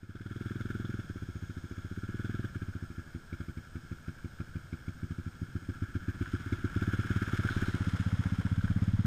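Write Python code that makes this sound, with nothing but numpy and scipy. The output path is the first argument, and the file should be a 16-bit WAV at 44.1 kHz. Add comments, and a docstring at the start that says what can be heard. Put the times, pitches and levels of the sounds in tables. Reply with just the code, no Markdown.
"""At a flooded mud hole, a single-cylinder quad creeps down a bank, comes close and wades in.
Its exhaust thumps once per engine cycle, harder at speed, with runs of weak firings: short
puffs ring the silencer, and filtered noise adds flutter and rasp. Noise and ticks make the casing clatter.
The frame knocks and a dry hiss swells early on. Noise, drops and bubble notes make the tyres churn and splash.
Casing and outlet grow dull in the water. Soft outdoor air and a thin whine lie beneath."""
import sys
import numpy as np
from scipy import signal
from scipy.fft import rfft, irfft, next_fast_len
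from scipy.io import wavfile

SR = 44100
rng = np.random.default_rng(int(sys.argv[2]) if len(sys.argv) > 2 else 0)


def bounce(signal):
    """Save signal as a 16-bit WAV file at the path given by the first command-line argument."""
    frames = np.transpose(np.atleast_2d(signal))
    limited = np.clip(frames, -1, 1)
    pcm = np.round(limited * 32767).astype(np.int16)
    wavfile.write(sys.argv[1], SR, pcm)


N = 399546
TIME = np.arange(N) / SR  # seconds

# Engine speed: two blips of throttle, a crawl down the bank, a pull through the water.
# Each row: time in seconds, speed in engine cycles per second.
ENGINE_SPEED = [(0, 15.008), (0.31, 20.131), (0.93, 21.088), (1.18, 15.658), (1.52, 13.641), (1.86, 14.923),
                (2.23, 20.195), (2.42, 20.35), (2.51, 17.026), (2.85, 13.065), (3.31, 10.77),
                (3.34, 13.574), (3.62, 10.292), (3.86, 12.922), (4.02, 11.753), (4.49, 13.293),
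                (4.64, 11.038), (4.84, 13.614), (5.32, 12.412), (5.43, 14.543), (6.37, 15.951),
                (6.96, 17.705), (7.63, 17.113), (7.79, 15.63), (8.44, 15.378), (9.06, 18.14)]
CRUISE = 16  # reference speed, engine cycles per second

# How open the engine is to the ear as it turns side-on and then goes under.
# Each row: time in seconds, change in casing clatter in dB, change in outlet rasp in dB.
ENGINE_EXPOSURE = [(0, 1.5, -1.5), (2.6, 1.5, -4), (4.2, 0.5, -2), (5.6, -1, -5.5), (7, 3, -2),
                   (7.35, 3, -1), (7.65, 3.5, -2.5), (7.9, -5.5, -28), (8.65, -8.5, -5.5), (9.06, -27, -9)]


def amp(db):
    """Turns decibels into a gain."""
    return 10 ** (np.asarray(db) / 20)


def unit(x):
    """Scales a sound to an average strength (rms) of 1."""
    return x / np.sqrt(np.mean(x ** 2) + 1e-20)


def curve(rows, t=TIME, column=1):
    """Reads one column of a time table, with straight lines between the rows."""
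    rows = np.array(rows, float)
    return np.interp(t, rows[:, 0], rows[:, column])


def shape(points, hz):
    """Reads gains from a spectrum table of (Hz, dB), with pitch on a log scale."""
    f, db = np.transpose(points)
    return amp(np.interp(np.log(hz + 1), np.log(f + 1), db))


def modes(rows, hz):
    """Sums the response of resonances, each given as (Hz, width in Hz, dB)."""
    total = 0
    for f, width, db in rows:
        total = total + amp(db) / (1 + 1j * (hz ** 2 - f ** 2) / (hz * width + 1e-9))
    return total


def causal_taps(points, rings=(), size=8192):
    """Makes a filter with the given spectrum that rings only after it is struck."""
    hz = abs(np.fft.fftfreq(size, 1 / SR))
    log_gain = np.log(np.hypot(shape(points, hz), abs(modes(rings, hz))))
    response = np.exp(np.conj(signal.hilbert(log_gain)))  # minimum phase
    return np.fft.ifft(response).real[:size // 2]


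def colour(x, points):
    """Filters a sound to a spectrum of (Hz, dB) and scales it to rms 1."""
    return unit(signal.oaconvolve(x, causal_taps(points))[:N])


def noise():
    """Plain white noise, the raw material of the rushing sounds."""
    return rng.standard_normal(N)


def wander(rate_hz):
    """Random drift of rms 1, with little movement faster than the given rate."""
    size = next_fast_len(N, True)
    hz = np.fft.rfftfreq(size, 1 / SR)
    spectrum = rfft(rng.standard_normal(size)) * np.exp(-(hz / rate_hz) ** 2)
    return unit(irfft(spectrum, size)[:N])


def clicks(per_s, spread_db):
    """Random clicks of either sign and uneven size, scaled to rms 1."""
    size = amp(spread_db * np.minimum(rng.exponential(1, N), 5)) * rng.choice([-1, 1], N)
    return unit(size * (rng.random(N) < per_s / SR))


def add(mix, s, sound):
    """Mixes a sound in at time s, cutting off what falls outside."""
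    start = round(s * SR)
    part = mix[max(start, 0):max(start + len(sound), 0)]
    part += sound[max(-start, 0):][:len(part)]


def bursts(times, gains, rise_s, fall_s):
    """An envelope that swells and dies after each given moment."""
    t = np.arange(0, 10 * fall_s, 1 / SR)
    swell = (1 - np.exp(-t / rise_s)) * np.exp(-t / fall_s)
    swell /= swell.max()
    out = np.zeros(N)
    for s, gain in zip(times, gains):
        add(out, s, gain * swell)
    return out


def engine_db(t):
    """The engine is louder the nearer it is and the faster it runs."""
    # The quad comes closer. Each row: time in seconds, level of a full firing at cruising speed in dB.
    nearness = [(0, -28.5), (1.6, -28), (2.5, -26.5), (3.4, -26), (5.2, -24.5), (6.1, -22.5), (6.8, -20),
                (8.2, -19), (9.06, -18)]
    load_db = 0.6155  # dB per cycle per second above CRUISE
    return curve(nearness, t) + load_db * (curve(ENGINE_SPEED, t) - CRUISE)


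def revving():
    """0 at a crawl, rising to 1 at the top of a blip of throttle."""
    return np.clip((curve(ENGINE_SPEED) - 13) / 7, 0, 1)


def firings():
    """Times the exhaust valve opens, and burn strength in dB; fuel left by a miss feeds the next firing."""
    # Runs of misfires. Each row: first second, last second, every how many cycles,
    # typical strength against a full firing in dB.
    misfires = [(1.04, 1.04, 1, -13), (2.5, 2.5, 1, -16), (2.9, 2.9, 1, -4), (3.06, 3.06, 1, -10),
                (3.24, 3.24, 1, -32), (3.67, 4.96, 2, -19), (5.34, 6.4, 2, -15), (6.46, 6.46, 1, -8),
                (6.59, 6.7, 2, -17), (7.05, 7.51, 4, -6)]
    miss_spread, full_miss_db, rich_db = 0.1, -15, 1  # rich_db: boost after a full miss
    cycles = np.cumsum(curve(ENGINE_SPEED)) / SR
    times = np.interp(np.arange(.5, cycles[-1]), cycles, TIME)
    burn_db = np.zeros(len(times))
    for first_s, last_s, every, db in misfires:
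        first = np.argmin(abs(times - first_s))
        last = np.argmin(abs(times - last_s))
        burn_db[first:last + 1:round(every)] = db
    unburnt = np.clip(np.roll(burn_db, 1) / full_miss_db, 0, 1)
    varied_db = burn_db * (1 + miss_spread * rng.standard_normal(len(times)))
    return times, varied_db + rich_db * unburnt


def exhaust(times, burn_db):
    """Gas blows out sharply, then the rising piston pushes it and it rebounds; all ring the silencer."""
    # A puff of gas at cruising speed. Each row: frequency in Hz, level in dB.
    puff_spectrum = [(15, -46), (35, 12), (60, 0.5), (100, 1), (170, 2), (260, -5.5), (350, -11),
                     (420, -17.5), (550, -27), (800, -60)]
    # Silencer resonances at cruising speed. Each row: frequency in Hz, width in Hz,
    # level against the direct puff in dB.
    silencer_rings = [(101.6, 41, -1.5), (157, 17, -4), (249.7, 22.7, 2.5), (347.7, 15.5, 5)]
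    # The way from the tailpipe past mud and water. Each row: time in seconds,
    # highest frequency that gets past in Hz, strength of the ground echo as a gain.
    tailpipe_path = [(0, 530, 0.32), (3.2, 520, 0.32), (4.8, 510, .08), (5.35, 377, 0.07), (5.9, 342, 0.64),
                     (6.5, 372, 0.75), (7, 400, 0.2), (7.65, 446, 0.24), (7.95, 276, 0.13),
                     (9.06, 268, 0.14)]
    echo_s, steep = 0.003, 20  # ground echo delay in seconds; steepness of the treble cut
    lag_s, lag_cycles = 0.00583, 0.0731  # wait before the piston's push: fixed part, part of a cycle
    push, rebound, push_hz = 0.99, 0.096, 310  # two gains; the push is softer above about this Hz
    shorten, bite = 0.26, 0.14  # a faster engine or a richer charge gives a shorter puff
    heat, damping = 0.15, 0.21  # fast hot gas raises and damps the resonances
    bass_per_cycle, uneven = 4.25, 0.066  # bass cut in Hz per unit of speed; random variation
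    size = 16384
    lead = size // 4  # room ahead of the thump, in samples
    hz = np.fft.rfftfreq(size, 1 / SR)
    out = np.zeros(N)
    chances = 1 + uneven * rng.standard_normal((len(times), 3))
    for s, db, chance in zip(times, burn_db, chances):
        speed = curve(ENGINE_SPEED, s)
        pace = speed / CRUISE
        top_hz = curve(tailpipe_path, s, column=1)
        echo = curve(tailpipe_path, s, column=2)

        quick = chance[2] * pace ** shorten * amp(bite * max(db, 0))
        puff = shape(puff_spectrum, hz / quick)
        # close puffs merge into a steady flow and lose their bass
        puff = puff / np.hypot(1, (bass_per_cycle * speed / (hz + 1)) ** 3)
        silencer = 1 + pace ** -damping * modes(silencer_rings, hz / pace ** heat)

        delay = lag_s + lag_cycles / speed
        later = np.exp(-2j * np.pi * hz * delay - (hz / push_hz / chance[1]) ** 2)
        strokes = 1 + push * chance[0] * later + rebound * later ** 2
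        path = 1 + echo * np.exp(-2j * np.pi * hz * echo_s)
        path = path / np.sqrt(1 + (hz / top_hz) ** steep)

        thump = np.roll(irfft(puff * silencer * strokes * path), lead)
        add(out, s - lead / SR, amp(engine_db(s) + db) * thump / thump.max())
    return out


def gas_flow(times, burn_db):
    """Every cycle makes gas flutter in the pipe; a good firing also rasps at the outlet."""
    flutter_db, rasp_db, chuff_db, jet_db = -25, -24, -3, -14  # chuff and jet are set against the rasp
    crack, ragged_db, grit = 1.9, 2.64, 0.89  # crack above 1: rasp grows faster than the thump
    force = amp(engine_db(times))
    blast = force * amp(crack * burn_db + ragged_db * rng.standard_normal(len(times)))

    flutter = colour(noise(), [(20, -22.5), (55, 1.5), (90, -16), (130, 1.5), (175, -4),
                               (270, -13.5), (400, -27), (800, -65.5)])
    flutter *= bursts(times - .008, force, rise_s=0.022, fall_s=0.026)

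    gritty = noise() + grit * clicks(per_s=700, spread_db=2.5)
    rasp = colour(gritty, [(400, 0.5), (680, -2.5), (900, -20.5), (1450, 7.5), (1950, -12.5),
                           (2350, -14), (3300, -10.5), (4500, -18), (8000, -29), (15000, -42)])
    # a slow chuff rings lower than a fast gas jet
    chuff = colour(noise(), [(300, -60), (1000, -29), (2000, -15.5), (2320, 2), (2700, -26),
                             (5000, -23), (15000, -86)])
    jet = colour(noise(), [(300, -63), (1000, -40), (2900, -18), (3400, 4), (3900, -9.5),
                           (8000, -25), (15000, -68)])
    rasp += amp(chuff_db) * (1 - revving()) * chuff
    rasp *= bursts(times + 0.00026, blast, rise_s=0.00051, fall_s=0.0094)
    jet *= amp(jet_db) * revving() * bursts(times, blast, rise_s=0.0034, fall_s=0.026)
    outlet_gain = amp(rasp_db + curve(ENGINE_EXPOSURE, column=2))
    return amp(flutter_db) * flutter + outlet_gain * (rasp + jet)


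def clatter(times, burn_db):
    """Gear rush and loose ticks ring the casing, hardest at combustion and as the exhaust valve opens."""
    # Colour of the engine casing. Each row: frequency in Hz, relative level in dB.
    casing_spectrum = [(400, -17), (900, -26.5), (1180, -7.5), (1370, 4), (1680, 4.5), (1930, -14),
                       (2250, -4), (2700, -11), (3300, -14), (4400, -25), (6700, -19.5), (8500, -27),
                       (11000, -30), (15000, -27)]
    level_db, waver_db, tick_share = -31.5, 1.4, 0.81
    knock, knock_cycles, shake = 0.54, 0.269, 0.48  # combustion comes this part of a cycle early
    throb, throb_s = 0.21, 0.0013  # rattle throb at high revs, and its delay in seconds
    drive = noise() + tick_share * clicks(per_s=290, spread_db=-3)
    combustion_times = times - knock_cycles / curve(ENGINE_SPEED, times)
    combustion = bursts(combustion_times, amp(burn_db), rise_s=.001, fall_s=0.016)
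    valve = bursts(times + 0.0018, amp(burn_db), rise_s=0.0051, fall_s=0.019)
    turns = np.interp(TIME - throb_s, times, np.arange(len(times)))  # firings so far
    drive *= 1 + knock * combustion + shake * valve
    drive *= 1 + throb * revving() * np.cos(2 * np.pi * turns)
    loudness_db = engine_db(TIME) + curve(ENGINE_EXPOSURE) + level_db + waver_db * wander(rate_hz=38)
    return amp(loudness_db) * colour(drive, casing_spectrum)


def air():
    """Filtered noise makes soft outdoor rumble and hiss; a throbbing high tone makes a thin whine."""
    # The still air round the pond. Each row: frequency in Hz, relative level in dB.
    air_spectrum = [(15, 14), (40, 7.5), (90, 12), (200, 1), (450, -6), (900, -12), (2000, -13.5),
                    (4400, -16), (8500, -18.5), (11500, -32), (14000, -25.5), (16000, -34)]
    air_db, whine_db = -54, -82
    whine_hz, buzz_hz, buzz = 13906, 60, 0.77
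    hush = amp(air_db) * colour(noise(), air_spectrum)
    throb = 1 + buzz * np.cos(2 * np.pi * buzz_hz * TIME)
    whine = unit(throb * np.sin(2 * np.pi * whine_hz * TIME))
    return hush + amp(whine_db) * whine


def brakes():
    """A dry hiss, as of dragging brake pads, swells and fades while the quad tips over the crest."""
    level_db, peak_s, spread_s = -69, 1.55, 0.79
    hiss = colour(noise(), [(1500, -34), (2700, -14), (3300, 5), (4300, -12), (5700, -7),
                            (6700, 1), (7600, -21), (15000, -30)])
    return amp(level_db) * np.exp(-((TIME - peak_s) / spread_s) ** 2) * hiss


def splats(per_s=35, spread_db=3, fall_s=0.0027):
    """An envelope of clumps of water that land at random and die away quickly."""
    landings = abs(clicks(per_s, spread_db))
    return unit(signal.lfilter([1], [1, -np.exp(-1 / (fall_s * SR))], landings))


def bubbles(count=24, per_s=45, ring_cycles=5, glide=0.09):
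    """Bubbles of many sizes, each a short note that rises as it nears the surface."""
    out = np.zeros(N)
    for hz in np.geomspace(450, 4200, count):
        age = np.arange(round(5 * ring_cycles / hz * SR)) / SR * hz / ring_cycles  # in decay times
        note = np.exp(-age) * np.sin(2 * np.pi * ring_cycles * age * (1 + glide * age / 2))
        out += signal.oaconvolve(clicks(per_s, spread_db=4), note)[:N]
    return unit(out)


def water():
    """Tyres heave and churn the pond, fold air into it and fling spray that falls back as drops."""
    # Water thrown by the wheels. Each row: time in seconds, base level of churning in dB,
    # base level of spray in dB.
    wheel_water = [(6.1, -64.5, -60), (6.28, -66, -54), (6.6, -64.5, -57), (7.2, -58.5, -49.5),
                   (7.55, -55, -47), (8, -54, -47.5), (8.7, -60, -53), (9.06, -57.5, -54)]
    # Colour of the churning. Each row: frequency in Hz, relative level in dB.
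    churn_spectrum = [(20, -13), (120, 10.5), (300, 7.5), (500, 3.5), (700, 0), (1100, 2.5), (2000, 0.5),
                      (4000, -31), (15000, -31)]
    # Colour of the spray. Each row: frequency in Hz, relative level in dB.
    spray_spectrum = [(500, -39), (1400, 9), (2300, 3.5), (3600, 0), (4600, -7), (7000, -7.5), (8600, -12),
                      (10500, -15.5), (14500, -28)]
    wet_s, wetting_s = 5.92, 0.35  # the tyres reach the water, and are wet this much later
    churn_db, spray_db, bubble_db = 1, -3, -6  # added to the base levels
    heave_db, gush_db, gurgle_db = 4.5, 1.5, 3  # random swing of churn, spray and bubbles
    drop_share, splat_share = 0.59, 0.2
    wet = np.clip((TIME - wet_s) / wetting_s, 0, 1)
    churn = colour(noise(), churn_spectrum) * amp(churn_db + heave_db * wander(rate_hz=45))
    drops = noise() + drop_share * clicks(per_s=2200, spread_db=1)
    spray = colour(drops * (1 + splat_share * splats()), spray_spectrum)
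    spray *= amp(spray_db + gush_db * wander(rate_hz=110))
    gurgle = amp(bubble_db + gurgle_db * wander(rate_hz=23)) * bubbles()
    churn_gain = amp(curve(wheel_water, column=1))
    spray_gain = amp(curve(wheel_water, column=2))
    return wet * (churn_gain * (churn + gurgle) + spray_gain * spray)


def knocks():
    """The frame and suspension rattle as the wheels drop into the hole: short bursts of ringing noise."""
    # Each row: time in seconds, strength in dB before level_db is added.
    frame_knocks = [(6.257, -32), (7.33, -31.5), (7.487, -27), (7.583, -47), (8.609, -40), (8.678, -36)]
    level_db = -4
    s, db = np.transpose(frame_knocks)
    ring = colour(noise(), [(600, -37), (1250, -3), (1550, 16), (1900, -7), (4000, -27), (15000, -65)])
    return ring * bursts(s, amp(db + level_db), rise_s=0.0011, fall_s=0.0045)


def plunges():
    """A wheel that drops into deep water slaps the surface and shoves a low surge ahead of it."""
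    # Each row: start in seconds, level of the deep surge in dB, its decay in seconds, level of the slap in dB.
    wheel_plunges = [(7.49, -41, .07, -51.5), (7.65, -58, .05, -55.5), (8.55, -45, .3, -83)]
    surge = colour(noise(), [(10, -12), (25, 11), (45, -7), (90, -26), (300, -45), (1000, -53)])
    slap = colour(noise(), [(800, -8), (2500, -11), (4000, 13), (4600, -5), (15000, -35)])
    out = np.zeros(N)
    for s, surge_db, decay_s, slap_db in wheel_plunges:
        out += surge * bursts([s], [amp(surge_db)], rise_s=0.047, fall_s=decay_s)
        out += slap * bursts([s], [amp(slap_db)], rise_s=.02, fall_s=0.045)
    return out


def scene():
    """Adds engine, air, brakes, water and knocks together in one channel."""
    times, burn_db = firings()
    engine = exhaust(times, burn_db) + gas_flow(times, burn_db) + clatter(times, burn_db)
    surroundings = air() + brakes()
    splashing = water() + knocks() + plunges()
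    return (engine + surroundings + splashing)[None]


def record(dry):
    """A closed case colours every sound, the level rises at the start, and the highest treble is cut."""
    # Sound through the wall of the case. Each row: frequency in Hz, level in dB.
    wall_spectrum = [(20, 1), (1000, -0.5), (1950, -6.5), (4400, -3.5), (9000, -7), (15000, -2.5)]
    # Resonances of the case. Each row: frequency in Hz, width in Hz, level in dB.
    case_resonances = [(1374, 85, -2), (1578, 460, 1), (2143, 88, -2), (3230, 400, 0), (5136, 360, 2.5),
                       (6600, 174, 1), (8150, 250, 2), (9770, 470, -5.5)]
    fade_in_s, fade_in_db = 0.46, -8  # length of the rise, and the level it starts from
    edge_hz = 15260  # treble above this is cut
    boxed = signal.oaconvolve(dry, causal_taps(wall_spectrum, case_resonances)[None])[:, :N]
    faded = boxed * amp(fade_in_db * np.clip(1 - TIME / fade_in_s, 0, 1))
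    treble_cut = signal.firwin(511, edge_hz, window=("kaiser", 9), fs=SR)
    return signal.oaconvolve(faded, treble_cut[None], "same")


dry = scene()
out = record(dry)
bounce(out)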